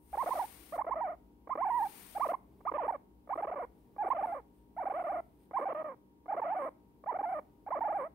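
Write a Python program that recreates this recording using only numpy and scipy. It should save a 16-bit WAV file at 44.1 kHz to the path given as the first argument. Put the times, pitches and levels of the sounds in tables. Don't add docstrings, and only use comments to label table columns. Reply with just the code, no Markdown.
import sys
import numpy as np
from scipy import signal
from scipy.fft import rfft, irfft
from scipy.io import wavfile
from scipy.ndimage import uniform_filter1d

SR = 44100
rng = np.random.default_rng(int(sys.argv[2]) if len(sys.argv) > 2 else 0)


def dump_mix(stems):
    frames = np.atleast_2d(stems).T
    limited = np.clip(frames, -1, 1)
    pcm = np.round(limited * 32767).astype(np.int16)
    wavfile.write(sys.argv[1], SR, pcm)


N = 358974
T = np.arange(N) / SR


def undb(db):
    return 10 ** (np.asarray(db) / 20)


def colour(x, spectrum, size=8192):
    hz, db = np.transpose(spectrum)
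    grid_hz = np.maximum(np.arange(size // 2 + 1) * SR / size, 1)
    gain = undb(np.interp(np.log(grid_hz), np.log(hz), db))
    cepstrum = irfft(np.log(gain))
    cepstrum[1:size // 2] *= 2
    cepstrum[size // 2 + 1:] = 0
    impulse = irfft(np.exp(rfft(cepstrum)))
    return signal.fftconvolve(x, impulse)[:N]


def noise(spectrum):
    x = colour(rng.standard_normal(N), spectrum)
    return x / x.std()


def walk(rate_hz):
    knots = rng.standard_normal(4096)
    return np.interp(T * rate_hz, np.arange(len(knots)), knots)


def stereo_noise(spectrum, left_db, correlation):
    shared = correlation ** .5 * noise(spectrum)
    return np.array([undb(side * left_db / 2) * (shared + (1 - correlation) ** .5 * noise(spectrum))
                     for side in (1, -1)])


def bell(centre_s, sigma_s):
    return np.exp(-.5 * ((T - centre_s) / sigma_s) ** 2)


# freq_hz, level_db
HUM_PARTIALS = [(133, -84), (193, -74), (246, -75), (299, -71.5), (410, -80.5), (819, -86.5), (935, -80.5)]
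# time_s, level_db
DRONE_ENVELOPE = [(0, -63), (1.6, -68.5), (5.1, -68), (5.7, -79), (7.3, -70.5)]
# freq_hz, relative_db
DRONE_SPECTRUM = [(30, -35), (48, 1.5), (54, 5), (66, 6), (78, -18.5), (120, -53.5)]
# freq_hz, relative_db
AIR_SPECTRUM = [(28, -36), (55, -11), (100, -5), (160, -5.5), (320, -3.5), (430, -7.5), (600, -19.5),
                (950, -19.5), (1300, -33.5), (1800, -36), (3000, -38), (7000, -45.5), (9500, -41),
                (15500, -36)]


def background(air_db=-66):
    hum = sum(undb(db + 2 * walk(9)) * np.sqrt(2) * np.sin(2 * np.pi * hz * T + .32 * walk(9))
              for hz, db in HUM_PARTIALS)
    drone = undb(np.interp(T, *np.transpose(DRONE_ENVELOPE))) * noise(DRONE_SPECTRUM)
    air = undb(air_db + 1.3 * walk(5)) * noise(AIR_SPECTRUM)
    mid = hum + drone + air
    width = [(60, -3), (150, -11), (400, -7.5), (1200, 3.5), (3000, 1)]
    side = undb(air_db) * colour(noise(AIR_SPECTRUM), width)
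    return np.array([undb(1.5) * mid + side, undb(-1.16) * mid - side])


def room(x, t60_s=.42, onset_s=.0017, wet_db=-24):
    t = T[:SR // 2]
    tails = rng.standard_normal((2, len(t))) * undb(-60 * t / t60_s) * (1 - np.exp(-t / onset_s))
    tails /= np.sqrt(np.sum(tails ** 2, axis=1, keepdims=True))
    return undb(wet_db) * np.array([signal.fftconvolve(x, tail)[:N] for tail in tails])


def slide_gain(fastest_s, lift_s, db, rise_s=.16, ease_db_per_s=23, lift_db_per_s=228):
    rise = np.exp(-.5 * (np.maximum(fastest_s - T, 0) / rise_s) ** 2)
    ease_db = ease_db_per_s * np.maximum(T - fastest_s, 0)
    lift_db = lift_db_per_s * np.maximum(T - lift_s, 0)
    return rise * undb(db - ease_db - lift_db)


# fastest_s, lift_s, level_db
HAND_SLIDES = [(0.384, 0.757, -55), (2.005, 2.302, -56.5)]
# freq_hz, relative_db
HISS_SPECTRUM = [(3000, -23.5), (7700, -13.5), (8700, 4.5), (10000, -2), (12500, 0), (15500, -1)]
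# freq_hz, relative_db
RUB_SPECTRUM = [(200, 3.5), (500, 2), (1100, 3), (1500, -0.5), (2200, 2.5), (3000, -0.5), (4000, -2),
                (7000, -6.5), (10000, -14)]
# centre_s, sigma_s, level_db
FUR_STROKES = [(2.905, 0.043, -78), (3.373, .05, -78.5), (3.629, .03, -81), (3.792, 0.039, -86),
               (4.084, 0.035, -76.5), (4.292, 0.054, -73), (4.583, 0.041, -83), (4.792, 0.022, -86.5),
               (5.048, .15, -78), (5.424, 0.03, -78.5), (5.601, 0.029, -73.5), (6.63, 0.053, -75.5),
               (7.305, 0.07, -80), (8.001, 0.062, -77.5)]
# freq_hz, relative_db
SOFT_HISS_SPECTRUM = [(1500, -0.5), (3500, -1.5), (5000, -8), (7600, -15), (8500, 7), (10000, -3),
                      (13000, 0.5), (15500, -8.5)]


def hand(grain_db=.9, rub_db=-4, full_press_db=-63):
    slide_db = 20 * np.log10(sum(slide_gain(*row) for row in HAND_SLIDES) + 1e-12)
    press = undb(np.minimum(.69 * (slide_db - full_press_db), 0))
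    hiss = stereo_noise(HISS_SPECTRUM, left_db=9.5, correlation=.48)
    rub = press * undb(rub_db) * stereo_noise(RUB_SPECTRUM, left_db=11, correlation=.093)
    strokes = sum(undb(db) * bell(centre_s, sigma_s) for centre_s, sigma_s, db in FUR_STROKES)
    grain = undb(grain_db * walk(200))
    fur = stereo_noise(SOFT_HISS_SPECTRUM, left_db=1, correlation=.37)
    return grain * undb(slide_db) * (hiss + rub) + grain ** 2 * strokes * fur


# start_s, length_s, level_db, sag_db, fade_db, roughness_ratio, rasp_db
CALL_BOUTS = [(0.129, .33, -33, -1, 17, 0.52, -45), (0.712, .44, -31, 4, 15.5, 0.32, -52),
              (1.485, 0.4, -33, -2.5, 18, 0.29, -36.5), (2.151, 0.27, -32.5, -6, 1, .26, -29.5),
              (2.65, 0.27, -30, 2.5, 3, 0.28, -27.5), (3.29, 0.37, -32, 3.5, 3.5, .29, -31.5),
              (3.982, .41, -30.5, 6, 6.5, 0.38, -31), (4.767, 0.47, -34, 0, -1, 0.42, -32.5),
              (5.536, 0.4, -29, 8.5, 12.5, 0.43, -31), (6.281, 0.44, -32, 2, 11.5, 0.55, -33),
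              (7.058, 0.41, -32.5, 2.5, -3, 0.36, -43.5), (7.665, 0.43, -32.5, 0.5, 24, 0.4, -42.5)]


def effort(t, build_db=8.5, build_s=.02, fade_s=.02, hoarsen_s=.07):
    nearest = min(CALL_BOUTS, key=lambda bout: abs(bout[0] + bout[1] / 2 - t[0]))
    start_s, length_s, db, sag_db, fade_db, rough, _ = nearest
    age_s = np.clip(t - start_s, 0, length_s)
    db -= build_db * np.exp(-age_s / build_s)
    db -= sag_db * age_s / length_s
    db -= fade_db * np.exp((age_s - length_s) / fade_s)
    return db, rough * (1 - np.exp(-age_s / hoarsen_s))


# freq_hz, relative_db
RASP_SPECTRUM = [(1200, -22.5), (1800, -1.5), (2500, 7.5), (3200, -5), (3600, -19), (5000, -33.5)]


def rasp(width_ratio=.21):
    swell = sum(undb(db) * bell(start_s + length_s / 2, width_ratio * length_s)
                for start_s, length_s, *_, db in CALL_BOUTS)
    return swell * noise(RASP_SPECTRUM)


def arch(start_s, length_s, crest_hz, crest_ratio, rest_hz=340, rise_ratio=.75, fall_ratio=.38):
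    t = T[int(start_s * SR):int((start_s + length_s) * SR)]
    past_crest = (t - start_s) / length_s - crest_ratio
    width = np.where(past_crest < 0, rise_ratio, fall_ratio)
    return t, rest_hz + (crest_hz - rest_hz) * np.exp(-(past_crest / width) ** 2)


def warble(curve):
    turn_s, turn_hz = np.transpose(curve)
    t = T[int(turn_s[0] * SR):int(turn_s[-1] * SR)]
    turns = np.arange(len(turn_s))
    place = np.interp(t, turn_s, turns)
    eased = place // 1 + np.sin(np.pi / 2 * (place % 1)) ** 2
    return t, np.interp(eased, turns, turn_hz)


# start_s, length_s, crest_hz, crest_position_ratio, accent_db
CHIRP_ARCHES = [(0.129, 0.03, 835, 0.52, 0.5), (0.26, 0.037, 707, 0.52, 2), (0.306, 0.04, 1074, 0.49, -0.5),
                (0.723, 0.045, 702, 0.56, -2), (0.778, 0.027, 893.6, 0.72, 1),
                (0.806, 0.016, 1106, 0.93, -1), (0.866, 0.034, 711, 0.53, 0),
                (0.908, 0.039, 1111, 0.55, -0.5), (2.15, 0.035, 859, 0.59, 1),
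                (2.286, 0.036, 723, 0.63, -0.5), (2.332, 0.021, 1084, 0.74, -3.5),
                (2.738, 0.035, 623.6, 0.62, -0.5), (2.879, 0.033, 964, 0.56, 3),
                (3.375, 0.037, 695, 0.53, 0.5), (3.423, 0.033, 825, 0.41, 0.5),
                (3.47, 0.034, 664, 0.59, -0.5), (3.513, 0.034, 749, 0.45, 0),
                (4.058, 0.032, 796.4, 0.44, 1.5), (4.102, 0.036, 1104, 0.53, 3),
                (4.224, 0.037, 898.5, 0.61, 3), (4.855, 0.033, 814.7, 0.56, 2),
                (4.898, 0.031, 805, 0.46, 1), (5.611, 0.036, 605.4, 0.65, 0),
                (6.365, 0.038, 716, 0.54, 1.0), (7.14, 0.035, 765, 0.65, 0.0), (7.187, 0.032, 834, 0.45, 0),
                (7.664, 0.03, 861, 0.46, -1.5)]
# time_s, pitch_hz
WARBLE_CURVES = [
    [(0.17, 434), (0.178, 819), (0.188, 927), (0.216, 1094), (0.239, 564.5), (0.246, 426)],
    [(0.352, 595), (0.358, 764), (0.381, 596), (0.403, 970), (0.431, 731), (0.455, 917)],
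    [(0.956, 588.5), (0.973, 659), (0.999, 603.9), (1.019, 969), (1.055, 748), (1.082, 598), (1.104, 731),
     (1.123, 608), (1.141, 715), (1.153, 566)],
    [(1.493, 615), (1.514, 1080), (1.526, 1014), (1.538, 1260)],
    [(1.575, 591.6), (1.599, 684.5), (1.636, 1103), (1.659, 732), (1.671, 891), (1.694, 719), (1.707, 1010),
     (1.728, 922), (1.773, 989), (1.811, 807), (1.834, 937), (1.858, 771), (1.876, 864)],
    [(2.197, 636.3), (2.222, 1084), (2.235, 1206), (2.261, 630.6), (2.273, 465)],
    [(2.652, 593.6), (2.659, 676), (2.686, 1253), (2.698, 1032)],
    [(2.78, 789.3), (2.787, 1009), (2.812, 688), (2.84, 475), (2.857, 637), (2.87, 401.6)],
    [(2.923, 768), (2.953, 591), (2.96, 506.7)],
    [(3.291, 543), (3.313, 843.6), (3.319, 725.3), (3.334, 1045), (3.341, 1170)],
    [(3.557, 570), (3.575, 574.3), (3.583, 490), (3.605, 734), (3.634, 477), (3.651, 497)],
    [(3.982, 800), (4.018, 859), (4.037, 700.4), (4.047, 410), (4.053, 370.4)],
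    [(4.147, 705), (4.154, 709.5), (4.171, 589), (4.192, 812), (4.22, 586)],
    [(4.27, 737), (4.3, 688), (4.314, 663), (4.33, 830), (4.359, 521), (4.372, 604), (4.378, 535.3),
     (4.403, 445.4)],
    [(4.765, 656), (4.793, 935), (4.803, 710), (4.814, 790), (4.831, 585), (4.845, 335)],
    [(4.938, 570), (4.988, 747.6), (4.994, 637), (5.015, 765), (5.023, 641.5), (5.029, 426.5)],
    [(5.039, 635), (5.056, 707.5), (5.074, 581), (5.111, 815), (5.122, 578), (5.144, 734), (5.165, 604),
     (5.176, 700), (5.203, 660)],
    [(5.533, 637), (5.541, 752), (5.558, 809.5), (5.574, 1105), (5.603, 398)],
    [(5.655, 740), (5.675, 804), (5.694, 515), (5.715, 686), (5.723, 515), (5.73, 394.5)],
    [(5.747, 599.6), (5.811, 627.6), (5.821, 628), (5.828, 403)],
    [(5.843, 601), (5.868, 620), (5.903, 542.4), (5.945, 474.4)],
    [(6.281, 695), (6.304, 808), (6.314, 602), (6.329, 858), (6.354, 403.7)],
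    [(6.417, 855), (6.428, 895), (6.449, 546.4), (6.469, 724), (6.486, 640.6), (6.516, 797), (6.536, 863.4),
     (6.548, 633.5)],
    [(6.55, 601.7), (6.571, 741), (6.58, 786), (6.597, 586), (6.648, 524), (6.668, 648.5), (6.69, 518)],
    [(7.06, 598.7), (7.079, 855), (7.098, 1013), (7.132, 400.5)],
    [(7.228, 745), (7.244, 901), (7.259, 669.6), (7.305, 761), (7.313, 665), (7.329, 779), (7.354, 606.7),
     (7.381, 620.4), (7.396, 528)],
    [(7.705, 493), (7.711, 643.3), (7.731, 1056), (7.765, 551), (7.781, 668), (7.793, 394.4)],
    [(7.807, 690), (7.818, 890.5), (7.829, 932), (7.842, 661), (7.859, 866), (7.872, 832.4), (7.884, 574.8),
     (7.912, 850), (7.928, 610.6), (7.96, 834), (8.0, 551), (8.019, 509.6), (8.078, 670)],
]
# start_s, level_db
FOLD_CREAKS = [(.844, -38.5), (1.472, -43), (1.554, -33), (2.605, -49.5), (2.716, -30), (3.274, -48),
               (3.355, -34.5), (3.963, -48.5), (5.511, -40.5), (6.258, -49), (7.038, -44)]


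def calls(tilt_db_per_oct=-2, push_db_per_oct=3.5, push_s=.029, swell_db=1.74, swell_s=.008):
    voiced = [(*arch(*shape), accent_db) for *shape, accent_db in CHIRP_ARCHES]
    voiced += [(*warble(curve), 0) for curve in WARBLE_CURVES]
    for t, hz, accent_db in voiced:
        db, rough = effort(t)
        octaves = np.log2(hz / 800)
        crest_oct = octaves - uniform_filter1d(octaves, size=int(push_s * SR))
        db += accent_db + tilt_db_per_oct * octaves
        db += push_db_per_oct * crest_oct
        db -= swell_db * np.exp(-(t - t[0]) / swell_s)
        fall_oct_per_s = np.maximum(-np.gradient(octaves, t), 0)
        yield t, hz, db - .0389 * fall_oct_per_s, rough + .0035 * fall_oct_per_s
    for start_s, db in FOLD_CREAKS:
        t, hz = arch(start_s, length_s=.008, crest_hz=565.2, crest_ratio=.3)
        yield t, hz, np.full(len(t), db), np.full(len(t), .85)


def larynx(attack_s=.001, release_s=.003, edge_s=.003, taper_db=2.5, taper_s=.0028, flutter_hz=140):
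    weight, hz, strength, rough = np.zeros((4, N))
    for t, call_hz, call_db, call_rough in calls():
        i = np.arange(max(int((t[0] - attack_s) * SR), 0), min(int((t[-1] + release_s) * SR), N))
        since_s, until_s = T[i] - t[0], t[-1] - T[i]
        ramp = np.clip(np.minimum(since_s / attack_s, until_s / release_s), -1, 0)
        gate = np.cos(np.pi / 2 * ramp) ** 2
        edge = np.exp(-np.maximum(np.minimum(since_s, until_s), 0) / edge_s)
        end_db = taper_db * np.exp(-np.maximum(until_s, 0) / taper_s)
        weight[i] += gate
        hz[i] += gate * np.interp(T[i], t, call_hz)
        strength[i] += gate * undb(np.interp(T[i], t, call_db) - end_db)
        rough[i] += gate * (np.interp(T[i], t, call_rough) + .42 * edge)
    divisor = np.maximum(weight, 1e-9)
    strength *= uniform_filter1d(np.minimum(weight, 1), size=100) / np.maximum(weight, 1)
    hz = np.where(weight > 1e-6, hz / divisor, 500)
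    hz *= 1 + .012 * walk(flutter_hz)
    strength *= undb(walk(flutter_hz))
    return hz, strength, rough / divisor


def fold_claps(phase_cycles, hz, strength, rough, gain_db=-6, shimmer_db=2, limp_db=1.5):
    at = np.interp(np.arange(1, int(phase_cycles[-1])), phase_cycles, np.arange(N))
    i = at.astype(int)
    period_samples = SR / hz[i]
    jitter, shimmer = rng.standard_normal((len(i), 2)).T
    at = np.clip(at + (.0016 + .06 * rough[i]) * jitter * period_samples, 0, N - 2)
    limp = (-1) ** np.arange(len(i))
    clap_db = gain_db + rough[i] * (shimmer_db * shimmer + limp_db * limp)
    size = strength[i] * undb(clap_db) * period_samples / np.sqrt(2)
    sample, fraction = at.astype(int), at % 1
    pulses = np.bincount(sample, size * (1 - fraction), N) + np.bincount(sample + 1, size * fraction, N)
    return signal.sosfilt(signal.butter(2, 90, "high", fs=SR, output="sos"), pulses)


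def fold_leak(phase_cycles, strength, rough, breath_db=-26, creak_db=-13, flow_db=-29):
    spectrum = [(60, -12), (300, 5.5), (700, -2), (1200, -7.5), (2100, 3.5), (4000, 4.5), (9000, -6)]
    puffs = noise(spectrum) * (1 + np.cos(2 * np.pi * phase_cycles))
    flow = 2 * undb(flow_db) * uniform_filter1d(strength, size=1400)
    return puffs * (strength * (undb(breath_db) + undb(creak_db) * rough) + flow)


# freq_hz, gain_db
THROAT_RESPONSE = [(110, -19), (230, -8.5), (310, -0.5), (400, -6), (520, -2.5), (800, 4), (1050, 0),
                   (1220, -3.5), (1450, -9), (1750, -14.5), (2280, -10.5), (2560, -37.5), (3000, -35.5),
                   (3700, -60), (7000, -69.5)]


def guinea_pig(slack_hz=640, tone_db=-7, hiss_db=-51):
    hz, strength, rough = larynx()
    rough = np.clip(rough * (slack_hz / hz) ** 1.6, 0, 1)
    tension = hz / 800
    wobble = (.005 + .04 * rough) * walk(350)
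    phase_cycles = np.cumsum(hz * (1 + wobble)) / SR
    tone = undb(tone_db) * strength * tension ** 1.6 * np.sqrt(2) * np.cos(2 * np.pi * phase_cycles)
    claps = fold_claps(phase_cycles, hz, strength * tension ** .6, rough)
    leak = fold_leak(phase_cycles, strength, rough)
    breath = undb(hiss_db) * noise(SOFT_HISS_SPECTRUM) + rasp()
    return colour(tone + claps + leak, THROAT_RESPONSE) + strength * breath


# freq_hz, left_db, right_db
PORT_SHADING = [(386, 3, 1.5), (720, -3.5, -2.5), (1140, -8.5, 4), (1227, -5.5, 4), (1489, -2, -6),
                (1800, 0.5, -19.5), (1880, -2, -6), (2070, -7, -11), (2490, -17.5, 0.5), (3040, -7.5, -0.5),
                (4970, 0.5, 3)]


def scene(right_lag_s=.00007):
    voice = guinea_pig()
    hz, left_db, right_db = np.transpose(PORT_SHADING)
    left = colour(voice, np.c_[hz, left_db])
    right = colour(np.interp(T - right_lag_s, T, voice), np.c_[hz, right_db])
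    return np.array([left, right]) + room(voice) + hand() + background()


def record(dry):
    return signal.sosfiltfilt(signal.ellip(10, .05, 60, 15700, fs=SR, output="sos"), dry)


dry = scene()
out = record(dry)
dump_mix(out)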